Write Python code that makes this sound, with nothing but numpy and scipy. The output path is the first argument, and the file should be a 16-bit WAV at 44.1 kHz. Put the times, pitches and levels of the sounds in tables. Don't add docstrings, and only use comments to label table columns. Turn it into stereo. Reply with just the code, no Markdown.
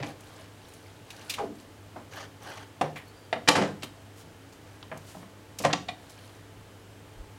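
import sys
import numpy as np
from scipy import signal
from scipy.fft import rfft, irfft, next_fast_len
from scipy.io import wavfile

SR = 44100
rng = np.random.default_rng(int(sys.argv[2]) if len(sys.argv) > 2 else 0)


def pcm_store(signal):
    levels = np.round(np.clip(np.atleast_2d(signal), -1, 1) * 32767)
    wavfile.write(sys.argv[1], SR, levels.astype(np.int16).T)


N = 325451
TIME = np.arange(N) / SR
FFT_SIZE = next_fast_len(N, real=True)
BIN_HZ = np.arange(FFT_SIZE // 2 + 1) * SR / FFT_SIZE

# start in seconds, decay in seconds, counter thud in dB,
# board knock in dB, knock pitch in Hz, crack in dB, crack pitch in Hz, crack low-pass in Hz, bite lead in
# seconds, settling delay in seconds, settling strength from 0 to 1. A lead or delay of 0 skips that part.
BLOWS = [ (0.002, 0.016, -46, -42, 597, -47.5, 1950, 5330, 0.0017, 0, 0),
         (0.027, 0.014, -38.5, -38, 800, -38, 1880, 6900, 0, 0.036, 0.54),
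         (1.384, 0.03, -45, -33.5, 826, -46, 1980, 9000, 0.0082, 0, 0),
         (1.960, 0.023, -45, -41, 708, -57, 1800, 8000, 0, 0, 0),
         (2.812, 0.0097, -39, -22.5, 716, -37, 1922, 9998, 0.00029, 0.026, .24),
         (2.9578, 0.028, -66, -49, 720, -42, 1950, 3220, 0, 0, 0),
         (3.328, 0.0057, -55, -29, 680, -32, 1900, 4700, 0.00022, 0, 0),
         (3.359, 0.016, -40.5, -40, 653, -49, 1800, 4000, 0, 0, 0),
         (3.486, 0.0039, -29.5, -19, 870, -16.5, 3200, 11400, 0.0099, 0.016, 0.34),
         (3.555, 0.031, -31, -24, 860, -27.5, 1950, 9700, 0.0033, 0.029, .85),
         (3.617, 0.044, -39, -28.5, 510, -33.5, 1380, 8700, 0.0091, 0, 0),
         (3.831, 0.009, -43, -40.5, 700, -38, 2820, 14100, 0.0094, 0, 0),
         (4.827, 0.0025, -59, -54, 1030, -48.5, 3281, 5178, 0, 0, 0.01),
         (4.916, 0.032, -47.5, -40, 650, -43.5, 1460, 2641, 0.0012, 0, 0),
         (5.147, 0.0063, -55, -45, 640, -69, 1800, 9020, 0.0013, 0, 0),
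         (5.169, 0.0028, -54, -50.5, 603, -70, 2000, 8000, 0, 0, 0),
         (5.228, 0.016, -51, -50.5, 684, -58, 1400, 6000, 0.0045, 0, 0),
         (5.602, 0.013, -43.5, -37, 614, -47, 2973, 8946, 0.00068, 0, 0),
         (5.6487, 0.0096, -37.5, -20.5, 713, -28.5, 2200, 10000, 0.011, 0, 0),
         (5.662, 0.01, -36.5, -42, 800, -37, 1900, 9000, 0.0003, 0, 0),
         (5.699, 0.018, -48, -35.5, 720, -39, 1400, 5000, 0, 0, 0),
         (5.7297, 0.0027, -43, -43, 905, -31, 3900, 7060, 0.00021, 0, 0),
         (5.734, 0.0034, -36.5, -29, 756, -29.5, 3120, 6860, 0.0015, 0, 0),
         (5.884, 0.01, -47.5, -60, 1240, -39, 2900, 5400, 0, 0, 0)]
# multiple of the knock pitch, relative level in dB, T60 in seconds.
BOARD_MODES = [(0.87, -2.5, 0.05), (1, 4, 0.054), (1.18, -7, 0.049), (1.6, -6.5, 0.033)]
# start in seconds, level in dB, pitch in Hz, decay in seconds.
SNAPS = [(0.205, -45, 7500, 0.0053), (0.688, -46, 9000, .004), (0.736, -43, 7500, 0.0047),
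         (1.103, -33, 3300, 0.0068), (1.163, -42, 4000, 0.0054), (1.21, -41, 3280, 0.0067),
         (1.295, -24, 3900, 0.014), (1.3375, -25.5, 3007, 0.0087), (1.552, -51, 5970, 0.0054),
         (2.118, -52, 6000, 0.006), (2.134, -34, 2200, 0.0036), (2.156, -51, 10600, .012),
         (2.205, -39, 2600, .003), (2.43, -47, 9000, .005), (2.813, -32, 2400, 0.009),
         (2.958, -39, 2200, 0.016), (2.976, -47, 10000, 0.0072), (3.0799, -50, 10120, 0.0044),
         (3.556, -27, 4500, 0.0022), (3.837, -43, 10990, .007), (4.524, -49.5, 5000, 0.013),
         (4.973, -39.5, 6460, 0.0046), (5.586, -25, 5750, 0.0061), (5.62, -36.5, 5500, 0.012),
         (6.094, -46, 5890, 0.013)]
# start in seconds, peak level in dB, pitch in Hz.
BOOMS = [(0.004, -32, 129.5), (2.823, -34.5, 149.4), (3.597, -23.5, 197.6), (4.914, -42, 148.1),
         (5.16, -42, 180), (5.243, -50, 203), (5.646, -28, 151.7), (5.742, -38, 184)]
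# pitch in Hz, relative level in dB, T60 in seconds.
COUNTER_MODES = [(142, 4, 0.15), (194.5, -1, 0.24), (294.4, 5.5, 0.33), (452, -15, 0.4), (514, 2.5, 0.19),
                 (737, -6, 0.12), (862, -13, 0.27), (1142, 1, 0.26), (1355, -12, 0.47), (1690, 3.5, 0.058),
                 (1860, 9, 0.043), (2353, 8, 0.056), (3460, -13, .04)]
KNIFE_MODES = [(722, -0.5, 0.05), (1120, -12.5, 0.045), (1410, -23, 0.051), (1950, -13, 0.045),
               (2441, -7.5, 0.039), (3470, -15, 0.045), (3670, 1, 0.018), (4340, -23, 0.043),
               (5500, -29, 0.05), (7400, -27, 0.07), (8870, -29, 0.065)]
# start in seconds, level in dB.
CLINKS = [(3.328, -22), (5.734, -24), (5.888, -21.5)]
# start and length in seconds, rub and wet-layer gains in dB.
STROKES = [(0.03, .11, -44.5, -51), (0.152, 0.39, -51, -55.5), (0.51, 0.54, -59, -57.5),
           (1.035, 0.5, -48, -53), (1.542, 0.12, -59, -57.5), (2.102, 0.17, -37, -57),
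           (2.398, 0.27, -38, -53), (4.662, 0.14, -54.5, -62), (5.965, 0.51, -57.5, -57.5),
           (7.097, 0.13, -56, -74)]
# narrow and open pitch in Hz, level in dB, attack and release in seconds.
CUT_RESONANCES = [(930, 630, -36, 0.0085, 0.014), (519, 400, -35.5, 0.039, 0.025),
                  (379, 262, -38, 0.072, 0.076)]
# start and hold in seconds, pitch in Hz, level in dB.
SQUEAKS = [(3.068, 0.023, 4450, -60), (3.125, 0.14, 4725, -68)]
# start and length in seconds, level in dB.
SWISHES = [(4.15, 0.091, -54), (4.973, 0.3, -56.5), (5.063, 0.071, -59)]
LOW_SWELLS = [(6.52, 0.15, -54), (7.146, 0.14, -46)]
# pitch in Hz, level in dB, waver in dB.
HUM_TONES = [(101.5, -55.5, 1.5), (163.4, -70.5, 4), (275, -68, 4.5), (300, -65, 2), (450, -69, 1),
             (656, -71, 2.5), (868, -69, 2.5)]
# frequency in Hz, relative level in dB.
RUB_EQ = [(120, -8), (400, -0.5), (800, 5), (1200, 1), (1700, 3), (2400, -4.5), (3000, -3), (4100, -8),
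          (5800, -8.5), (9000, -22.5), (15000, -38)]
CRACKLE_EQ = [(2000, -25), (4000, 11), (7000, -5), (10000, 4), (15500, -16)]
SWISH_EQ = [(1500, -1), (3500, 1.5), (6000, 0.5), (10000, -3), (15500, -12)]
AIR_EQ = [(25, -27), (45, -14), (70, -11.5), (100, -4), (135, -11), (200, -13), (300, -12), (450, -12),
          (850, -18), (1700, -20.5), (3100, -26), (5800, -32), (8000, -34), (15500, -42.5)]
# frequency in Hz, T60 in seconds.
ROOM_T60 = [(120, 0.51), (400, 0.31), (1200, 0.2), (4000, 0.33), (12000, 0.25)]
# frequency in Hz, level in dB against the dry sound.
ROOM_LEVEL = [(120, -3.5), (350, -1.5), (800, -5.5), (2000, -7), (5000, -10), (9000, -9.5), (13000, -11)]
# frequency in Hz, left-right correlation from 0 to 1.
ROOM_CORRELATION = [(60, 1), (200, 0.98), (700, 0.91), (2000, 0.062), (6000, 1), (12000, 0.89)]
AIR_CORRELATION = [(60, 0.53), (300, 0.23), (2000, 0.0085), (7000, 0.95), (14000, 1)]
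# frequency in Hz, left minus right in dB.
NEAR_BALANCE = [(100, -14.5), (550, -15), (1400, -12.5), (2600, -6), (5500, -5.5), (14000, -4)]
AIR_BALANCE = [(80, -13), (250, -10.5), (1300, -7.5), (4400, -4.5), (9000, -0.5)]
# frequency in Hz, lead of the left side in radians.
LEFT_LEAD = [(150, 0.1), (2000, 0.94), (5500, 1), (8000, 0.27)]


def contacts(hit_rise_s=0.0011, bite_swell=0.78, bite_pitch=1.03, bite_top_hz=7500,
             settle_decay_s=0.036, settle_knock_hz=546, settle_crack_hz=1800, settle_top_hz=6100):
    rows = []
    for blow in BLOWS:
        start, decay_s, thud_db, knock_db, knock_hz, crack_db, crack_hz, top_hz = blow[:8]
        bite_s, settle_s, strength = blow[8:]
        rows.append((start, hit_rise_s, decay_s, thud_db, knock_db, knock_hz, crack_db, crack_hz, top_hz))
        if bite_s > 0:
            rows.append((start - bite_s, bite_swell * bite_s, bite_s, thud_db - 9.5,
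                         knock_db - 13.5, knock_hz * bite_pitch,
                         crack_db - 6, crack_hz * bite_pitch, min(top_hz, bite_top_hz)))
        if settle_s > 0 and strength > 0:
            settle_db = knock_db + 20 * np.log10(strength)
            rows.append((start + settle_s, hit_rise_s, settle_decay_s, settle_db - 7.5,
                         settle_db, settle_knock_hz, settle_db - 12.5, settle_crack_hz, settle_top_hz))
    return rows


def blows(thud_hz=182, grit_db=8.0, clatter_db=-2.5, board_ring_db=-5):
    out, t = np.zeros(N), np.arange(SR // 4) / SR
    head = SR // 50
    for start, rise_s, decay_s, thud_db, knock_db, knock_hz, crack_db, crack_hz, top_hz in contacts():
        thud_noise, knock_noise, crack_noise, grit = rng.standard_normal((4, len(t)))
        attack = 1 - np.exp(-t / rise_s)
        force = attack * np.exp(-t / decay_s)
        thud = band_around(thud_noise, thud_hz, 1.85) * np.exp(-t / (decay_s * 1.36))
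        thud = band_around(thud, thud_hz, 2)
        knock = band_around(knock_noise * force, knock_hz, 1.494)
        crack = band_around(crack_noise * from_db(grit_db * grit) * force, crack_hz, 1.44, order=1)
        crack = low_pass(band(crack, crack_hz / 10, SR / 2), top_hz)
        energy = head * np.sum(force ** 2) / np.sum(force[:head] ** 2)
        for layer, db in ((thud, thud_db), (knock, knock_db + clatter_db), (crack, crack_db)):
            add(out, start, from_db(db) * layer * np.sqrt(energy / np.sum(layer ** 2)))
        note = attack * sum(mode(t, ratio * knock_hz, db, t60) for ratio, db, t60 in BOARD_MODES)
        add(out, start, from_db(knock_db + board_ring_db) * note * np.sqrt(head / np.sum(note ** 2)))
    return out


def snaps(rise_s=0.0026, low_cut_hz=1700, bone_hz=2500, bone_db=3):
    out, t = np.zeros(N), np.arange(SR // 10) / SR
    for start, db, hz, decay_s in SNAPS:
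        fracture = band_around(rng.standard_normal(len(t)), hz, 1.43, order=1)
        fracture = band(fracture, low_cut_hz, SR / 2)
        bone = from_db(bone_db) * band_around(fracture, bone_hz, 1.08, order=1)
        shape = (1 - np.exp(-t / rise_s)) * np.exp(-t / decay_s)
        add(out, start, from_db(db) * rms_one(fracture + bone) * shape)
    return out


def counter_booms(rise_s=0.013, t60=0.11):
    out, t = np.zeros(N), np.arange(SR // 2) / SR
    swell = (1 - np.exp(-t / rise_s)) ** 2 * from_db(-60 * t / t60)
    for start, db, hz in BOOMS:
        add(out, start, from_db(db) * swell / swell.max() * np.sin(2 * np.pi * hz * t))
    return out


def counter_rattle(gain_db=-7, layer_hz=(200, 600, 1100), pivot_db=-22, expansion=1.37, low_cut_hz=90):
    starts, _, _, thud_db, knock_db, _, crack_db, _, _ = np.transpose(contacts())
    onsets = (np.maximum(starts, 0) * SR).astype(int)
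    spectra = [list(zip(layer_hz, levels)) for levels in zip(thud_db, knock_db, crack_db)]
    out = np.zeros(N)
    for hz, db, t60 in COUNTER_MODES:
        drive_db = np.array([at_hz(spectrum, hz) for spectrum in spectra])
        drive_db = pivot_db + expansion * (drive_db - pivot_db)
        clicks = np.zeros(N)
        clicks[onsets] = from_db(gain_db + db + drive_db)
        out += ring(clicks, hz, t60)
    return band(out, low_cut_hz, SR / 2)


def knife_clinks(contact_s=0.00078):
    out, t = np.zeros(N), np.arange(SR // 2) / SR
    steel = sum(mode(t, hz, db, t60) for hz, db, t60 in KNIFE_MODES)
    for start, db in CLINKS:
        add(out, start, from_db(db) * steel * (1 - np.exp(-t / contact_s)) ** 2)
    return out


def hand_pressure(attack_share=0.18, release_share=0.35, uneven_db=2.5):
    rub, wet = np.zeros((2, N))
    for start, length, rub_db, wet_db in STROKES:
        progress = (TIME - start) / length
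        shape = np.clip(np.minimum(progress / attack_share, (1 - progress) / release_share), 0, 1)
        rub += from_db(rub_db) * shape
        wet += from_db(wet_db) * shape
    return rub * from_db(uneven_db * drift(40)), wet * from_db(uneven_db * drift(90))


def flesh_rustle(rub_db=-5.5, crackle_db=-9, grain_db=3.5, slips_per_s=260, slip_s=0.0042, patchy_db=1.6):
    rub_gain, wet_gain = hand_pressure()
    slips = (rng.random(N) < slips_per_s / SR) * rng.uniform(0.4, 1, N)
    friction = 1 + signal.lfilter([1], [1, -np.exp(-1 / (slip_s * SR))], slips + 1e-18)
    rub_noise, wet_noise, grain = rng.standard_normal((3, N))
    fibres = friction * rub_noise
    edges = np.geomspace(120, 15000, 15)
    patches = [band(fibres, low, high) * from_db(patchy_db * drift(70))
               for low, high in zip(edges, edges[1:])]
    rubbing = coloured(sum(patches), RUB_EQ)
    crackle = coloured(friction * wet_noise * from_db(grain_db * grain), CRACKLE_EQ)
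    return from_db(rub_db) * rub_gain * rubbing + from_db(crackle_db) * wet_gain * crackle


def sticky_pops(per_s=280, gain_db=-7, size_db=3.5, ring_cycles=22):
    _, wet_gain = hand_pressure()
    clicks = (rng.random(N) < per_s / SR) * from_db(size_db * np.minimum(rng.exponential(1, N), 3))
    pitches = np.geomspace(2200, 12000, 16)
    pitch_index = rng.integers(0, len(pitches), N)
    pops = sum(ring(clicks * (pitch_index == k), hz, ring_cycles / hz) for k, hz in enumerate(pitches))
    return from_db(gain_db) * wet_gain * rms_one(pops)


def squelch(start_s=1.379, hold_s=0.053, opening_s=0.03645, width_hz=60):
    narrowness = np.exp(-np.maximum(TIME - start_s, 0) / opening_s)
    out = np.zeros(N)
    for narrow_hz, open_hz, db, attack_s, release_s in CUT_RESONANCES:
        suction = pitched_noise(open_hz + (narrow_hz - open_hz) * narrowness, width_hz)
        out += from_db(db) * envelope(start_s, attack_s, hold_s, release_s) * suction
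    return out


def blade_squeaks(attack_s=0.0076, release_s=0.014, width_hz=60):
    return sum(from_db(db) * envelope(start, attack_s, hold_s, release_s) * pitched_noise(hz, width_hz)
               for start, hold_s, hz, db in SQUEAKS)


def wet_swishes(grain_db=5.0):
    gain = np.zeros(N)
    hiss, grain = rng.standard_normal((2, N))
    for start, length, db in SWISHES:
        add(gain, start, from_db(db) * np.sqrt(np.hanning(int(length * SR))))
    return gain * coloured(hiss * from_db(grain_db * grain), SWISH_EQ)


def low_swells(low_hz=25, high_hz=70):
    gain = np.zeros(N)
    for start, length, db in LOW_SWELLS:
        add(gain, start, from_db(db) * np.hanning(int(length * SR)))
    return gain * rms_one(band(rng.standard_normal(N), low_hz, high_hz))


def refrigerator(wander_rad_per_db=0.058):
    out = np.zeros(N)
    for hz, db, waver_db in HUM_TONES:
        gain = np.sqrt(2) * from_db(db + waver_db * drift(6.1))
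        out += gain * np.sin(2 * np.pi * hz * TIME + wander_rad_per_db * waver_db * drift(8.7))
    return out


def ventilation(air_db=-50.5, whine_db=-71, whine_hz=3070, whine_width_hz=150):
    air = coloured(diffuse_noise(FFT_SIZE, AIR_CORRELATION), AIR_EQ)
    return from_db(air_db) * air + from_db(whine_db) * pitched_noise(whine_hz, whine_width_hz)


def kitchen_reverb(x, predelay_s=0.0047, build_s=0.0034):
    t = np.arange(SR * 3 // 4) / SR
    edges = np.geomspace(70, 16000, 15)
    noises = [diffuse_noise(len(t), ROOM_CORRELATION) for _ in range(2)]
    build = 1 - np.exp(-np.maximum(t - predelay_s, 0) / build_s)
    response = 0
    for k, (low, high) in enumerate(zip(edges, edges[1:])):
        hz = np.sqrt(low * high)
        fade = build * from_db(-60 * t / at_hz(ROOM_T60, hz))
        tail = rms_one(band(noises[k % 2], low, high) * fade)
        unity_gain = np.sqrt(2 * (high - low) / SR / len(t))
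        response += from_db(at_hz(ROOM_LEVEL, hz)) * unity_gain * tail
    return signal.fftconvolve(x[None], response, axes=1)[:, :N]


def microphones(pair, balance):
    left_gain = 2 / (1 + from_db(-at_hz(balance, BIN_HZ)))
    response = np.array([left_gain * np.exp(1j * at_hz(LEFT_LEAD, BIN_HZ)), 2 - left_gain])
    return irfft(rfft(pair, FFT_SIZE) * response, FFT_SIZE)[:, :N]


def from_db(db):
    return 10 ** (np.asarray(db) / 20)


def rms_one(x):
    return x / np.sqrt(np.mean(x ** 2) + 1e-20)


def at_hz(curve, hz):
    frequencies, values = np.transpose(curve)
    return np.interp(np.log(hz + 1e-6), np.log(frequencies), values)


def band(x, low_hz, high_hz, order=2):
    sos = signal.butter(order, [low_hz, min(high_hz, SR / 2 - 1000)], "band", fs=SR, output="sos")
    return signal.sosfilt(sos, x + 1e-18)


def band_around(x, hz, ratio, order=2):
    return band(x, hz / ratio, hz * ratio, order)


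def low_pass(x, hz, order=4):
    return signal.sosfilt(signal.butter(order, min(hz, SR / 2 - 1000), fs=SR, output="sos"), x + 1e-18)


def coloured(x, eq):
    return rms_one(irfft(rfft(x, FFT_SIZE) * from_db(at_hz(eq, BIN_HZ)), FFT_SIZE)[..., :N])


def drift(rate_hz):
    knots = rng.standard_normal(4000)
    return np.interp(TIME * rate_hz, np.arange(len(knots)), knots)


def mode(t, hz, db, t60):
    return from_db(db - 60 * t / t60) * np.sin(2 * np.pi * hz * t)


def ring(x, hz, t60):
    radius, angle = from_db(-60 / (t60 * SR)), 2 * np.pi * hz / SR
    return signal.lfilter([0, np.sin(angle)], [1, -2 * radius * np.cos(angle), radius ** 2], x + 1e-18)


def pitched_noise(hz, width_hz):
    flutter = low_pass(rng.standard_normal((2, N)), width_hz, order=2)
    phase = 2 * np.pi * np.cumsum(hz * np.ones(N)) / SR
    return rms_one(flutter[0] * np.cos(phase) + flutter[1] * np.sin(phase))


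def diffuse_noise(size, correlation):
    mid, side = rfft(rng.standard_normal((2, size)))
    alike = np.clip(at_hz(correlation, np.arange(len(mid)) * SR / size), 0, .99)
    return irfft(np.sqrt((1 + alike) / 2) * mid + np.sqrt((1 - alike) / 2) * side * [[1], [-1]], size)


def envelope(start_s, attack_s, hold_s, release_s):
    age = TIME - start_s
    return np.clip(age / attack_s, 0, 1) * np.exp(-np.clip((age - hold_s) / release_s, 0, 20))


def add(track, start_s, sound):
    start = max(round(start_s * SR), 0)
    track[start:start + len(sound)] += sound[:N - start]


def scene():
    cutting = squelch() + blade_squeaks() + flesh_rustle() + wet_swishes() + snaps() + sticky_pops()
    work = blows() + counter_booms() + counter_rattle() + knife_clinks() + cutting
    near = work + kitchen_reverb(work) + low_swells() + refrigerator()
    return microphones(near, NEAR_BALANCE) + microphones(ventilation(), AIR_BALANCE)


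def record(dry):
    ceiling, cutoff_hz = 0.8, 15900
    rounded = dry / (1 + (dry / ceiling) ** 6) ** (1 / 6)
    return signal.sosfilt(signal.ellip(10, .1, 80, cutoff_hz, fs=SR, output="sos"), rounded)


dry = scene()
out = record(dry)
pcm_store(out)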